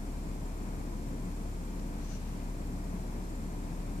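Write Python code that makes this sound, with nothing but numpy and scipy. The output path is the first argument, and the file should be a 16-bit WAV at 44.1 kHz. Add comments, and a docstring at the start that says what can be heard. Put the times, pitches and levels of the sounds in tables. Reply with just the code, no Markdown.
"""A car engine idling at the edge of a wood, heard from close by on a small stereo microphone.
Its firings make a low drone and a pulsing rumble, its belt-driven fan rushes and hums,
and the valve gear ticks faintly on every second firing, all over a steady hiss.
Halfway through, a sleeve brushes softly on the left: cloth friction in a few strokes."""
import sys
import numpy as np
from scipy import signal
from scipy.fft import rfft, irfft
from scipy.io import wavfile

SR = 44100
rng = np.random.default_rng(int(sys.argv[2]) if len(sys.argv) > 2 else 0)


def transcribe(u):
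    """Save the signal u as a 16-bit wav file named by the first command-line argument.

    u: samples, shape (n,) or (channels, n), limited to [-1, 1]; the rate is SR.
    q: integer samples, one column per channel.
    """
    v = np.clip(np.atleast_2d(u).T, -1, 1)
    q = np.round(v * 32767).astype(np.int16)
    wavfile.write(sys.argv[1], SR, q)


N = 176400
TIME = np.arange(N) / SR
FREQS = np.maximum(np.arange(N // 2 + 1) * SR / N, 1)


def from_db(db):
    """Decibels to gain."""
    return 10 ** (np.asarray(db) / 20)


def unit_rms(x):
    """Scale to unit power."""
    return x / np.sqrt(np.mean(x ** 2) + 1e-20)


def pan(left_minus_right_db):
    """Left and right gains for a level difference."""
    return from_db(np.array([[.5], [-.5]]) * left_minus_right_db)


def over_frequency(rows):
    """Each column after the first, joined up on a log-frequency axis."""
    hz, *columns = np.transpose(rows)
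    return [np.interp(np.log(FREQS), np.log(hz), column) for column in columns]


def white_spectra():
    """Spectra of two unrelated noises at 0 dB per Hz."""
    return rfft(rng.standard_normal((2, N))) * np.sqrt(SR / 2)


def drift(rate_hz):
    """Smooth random wander of unit rms, mostly slower than rate_hz."""
    return unit_rms(irfft(rfft(rng.standard_normal(N)) / (1 + (FREQS / rate_hz) ** 2) ** 2, N))


# The engine's idle: time_s, firing_rate_hz
IDLE_RATE = [(0, 35.46), (1.1, 35.28), (4, 35.21)]

def engine_firings(wander_hz=0.046):
    """Running count of firings at a slightly unsteady idle."""
    rate_hz = np.interp(TIME, *np.transpose(IDLE_RATE)) + wander_hz * drift(5.5)
    return np.cumsum(rate_hz) / SR


# The exhaust from close by: firing_rate_multiple, level_db
EXHAUST_ORDERS = [(.5, -78), (1, -39), (1.5, -66), (2, -49), (3, -56.5), (5, -60)]

def exhaust_drone(firings, throb_db=0.3):
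    """Low tones locked to the firing rate, each throbbing a little, just left of centre."""
    tones = 0
    for multiple, level_db in EXHAUST_ORDERS:
        amplitude = np.sqrt(2) * from_db(level_db + throb_db * drift(4.9))
        tones = tones + amplitude * np.sin(2 * np.pi * (multiple * firings + rng.random()))
    return tones * pan(1)


def fan_hum(firings, pitch_hz=292.8, level_db=-55.5, waver_db=0.5):
    """The belt-driven fan's tone: its pitch follows engine speed and its level wavers."""
    cycles = pitch_hz * firings / firings[-1] * TIME[-1]
    amplitude = np.sqrt(2) * from_db(level_db - waver_db * drift(6.3))
    return amplitude * np.sin(2 * np.pi * cycles)


# Engine rumble and fan rush: frequency_hz, level_db_per_hz
RUMBLE_SPECTRUM = [(12, -90), (28, -75), (42, -65), (51, -64), (61, -71), (80, -65.5), (97, -72),
                   (120, -67), (152, -68.5), (182, -63.5), (205, -66.5), (240, -66.5), (290, -69.5),
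                   (325, -73), (450, -77), (600, -80.5), (690, -79.5), (800, -83), (930, -83), (995, -83.5),
                   (1060, -86.5), (1250, -87), (1600, -90.5), (2050, -92.5), (2480, -93.5), (2800, -102),
                   (5000, -116)]
# The rumble at the microphone's two ports: frequency_hz, left_minus_right_db, coherence, left_lead_rad
MIC_PORTS = [(50, 5, 0.98, 0.5), (146, 3, .97, 0.12), (306, .8, 0.94, 0.45), (463, 2, 0.75, 1.0),
             (730, 4.5, 0.95, 1.6), (1000, 7, 0.44, 1), (1504, 1, 0.64, 4), (2000, 1, 0.38, 3.5),
             (2550, 1.5, 0.2, 6.5)]
# Slow swell of the rush: time_s, gain_db
RUSH_SWELL = [(0, -0.5), (.7, 0.2), (1.2, -0.8), (1.85, 0.1), (2.2, -1), (2.6, -.2), (3.05, 0.5),
              (3.4, 0.1), (3.8, 0.5), (4, -0.5)]

def rumble_and_rush(firings, swell_above_hz=340, pulse_db=0.04, flutter_db=0.63):
    """Dull engine and fan noise, pulsing faintly with each firing and reaching the left port first."""
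    level_db, = over_frequency(RUMBLE_SPECTRUM)
    balance_db, coherence, lead_rad = over_frequency(MIC_PORTS)
    left, unrelated = white_spectra()
    right = (coherence * left + np.sqrt(1 - coherence ** 2) * unrelated) * np.exp(-1j * lead_rad)
    spectrum = np.array([left, right]) * from_db(level_db) * pan(balance_db)
    low_share = 1 / (1 + (FREQS / swell_above_hz) ** 10)
    rumble = irfft(spectrum * low_share, N)
    rush = irfft(spectrum * (1 - low_share), N)
    swell = from_db(np.interp(TIME, *np.transpose(RUSH_SWELL)))
    flutter = from_db(flutter_db * drift(11) - pulse_db * np.sin(2 * np.pi * firings))
    return (rumble + swell * rush) * flutter


# Valve gear, right of centre; one cycle is two firings:
# delay_cycles, half_length_s, pitch_hz, half_width_hz, level_db, left_minus_right_db
VALVE_TICKS = [(0.206, 0.006, 7210, 171, -65, -3), (.23, 0.0057, 8450, 800, -69, -6),
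               (0.364, 0.0017, 2100, 1000, -65, -3)]

def valve_ticks(firings, spread_db=1.8):
    """The valve gear rings in short bursts that recur every second firing, varying in strength."""
    ticks, cycles = 0, firings / 2
    cycle_s = TIME[-1] / cycles[-1]
    for delay_cycles, half_length_s, pitch_hz, half_width_hz, level_db, pan_db in VALVE_TICKS:
        from_tick_s = ((cycles - delay_cycles + .5) % 1 - .5) * cycle_s
        bursts = np.exp(-.5 * (from_tick_s / half_length_s) ** 2)
        strength = from_db(level_db + spread_db * drift(13))
        resonance = 1 / (1 + ((FREQS - pitch_hz) / half_width_hz) ** 2)
        ringing = unit_rms(irfft(white_spectra() * resonance, N))
        ticks = ticks + bursts * strength * ringing * pan(pan_db)
    return ticks


# Hiss at the microphone: frequency_hz, left_db_per_hz, right_db_per_hz
HISS_SPECTRUM = [(1000, -103, -103), (3000, -99.5, -100), (3930, -99, -99.8), (4270, -97, -99.2),
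                 (4650, -97.5, -100.3), (5500, -95.5, -100.2), (5930, -95, -100.2), (6360, -98, -99.3),
                 (7360, -96.5, -95), (7700, -100.8, -95), (9250, -101.4, -98), (10100, -102.7, -101.4),
                 (12200, -103, -103.4), (14500, -103, -104.5)]

def hiss():
    """Smooth, steady hiss, coloured differently by each port."""
    return irfft(white_spectra() * from_db(over_frequency(HISS_SPECTRUM)), N)


# A sleeve to the left of the microphone: peak_s, rise_s, fall_s, level_db, treble_edge_hz
SLEEVE_STROKES = [(1.796, .002, 0.0026, -53.5, 6050), (2.04, 0.035, .04, -59, 6540),
                  (2.12, 0.029, 0.048, -55, 9000), (2.26, 0.11, 0.16, -63, 4660)]
# Colour of the sleeve's swish as heard through the microphone's left port: frequency_hz, relative_db
SWISH_AT_LEFT_PORT = [(600, -10), (1500, -3), (2300, -8), (2750, -3), (3500, -10.5), (3950, -7.5),
                      (4250, -3), (4600, -7), (5400, -6), (5950, 4.5), (6300, -1.5), (6650, 0), (7400, -10),
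                      (9000, -14), (12000, -32)]

def sleeve_brushes(grain_db=1.1, pan_db=7.5):
    """Cloth rubs in a few soft strokes of grainy friction noise, each with its own brightness."""
    port_colour = from_db(over_frequency(SWISH_AT_LEFT_PORT))
    brushes = 0
    for peak_s, rise_s, fall_s, level_db, treble_edge_hz in SLEEVE_STROKES:
        slope_s = np.where(TIME < peak_s, rise_s, fall_s)
        stroke = np.exp(-.5 * ((TIME - peak_s) / slope_s) ** 2)
        friction = irfft(white_spectra() * port_colour / (1 + (FREQS / treble_edge_hz) ** 6), N)
        brushes = brushes + from_db(level_db) * stroke * unit_rms(friction)
    return brushes * from_db(grain_db * drift(120)) * pan(pan_db)


def scene():
    """The close car, its parts timed by one count of firings, with the hiss and the sleeve."""
    firings = engine_firings()
    car = exhaust_drone(firings) + fan_hum(firings) + rumble_and_rush(firings) + valve_ticks(firings)
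    return car + hiss() + sleeve_brushes()


def record(dry, cutoff_hz=14560):
    """The highest treble is cut steeply."""
    return signal.sosfiltfilt(signal.ellip(12, .02, 70, cutoff_hz, fs=SR, output="sos"), dry)


dry = scene()
out = record(dry)
transcribe(out)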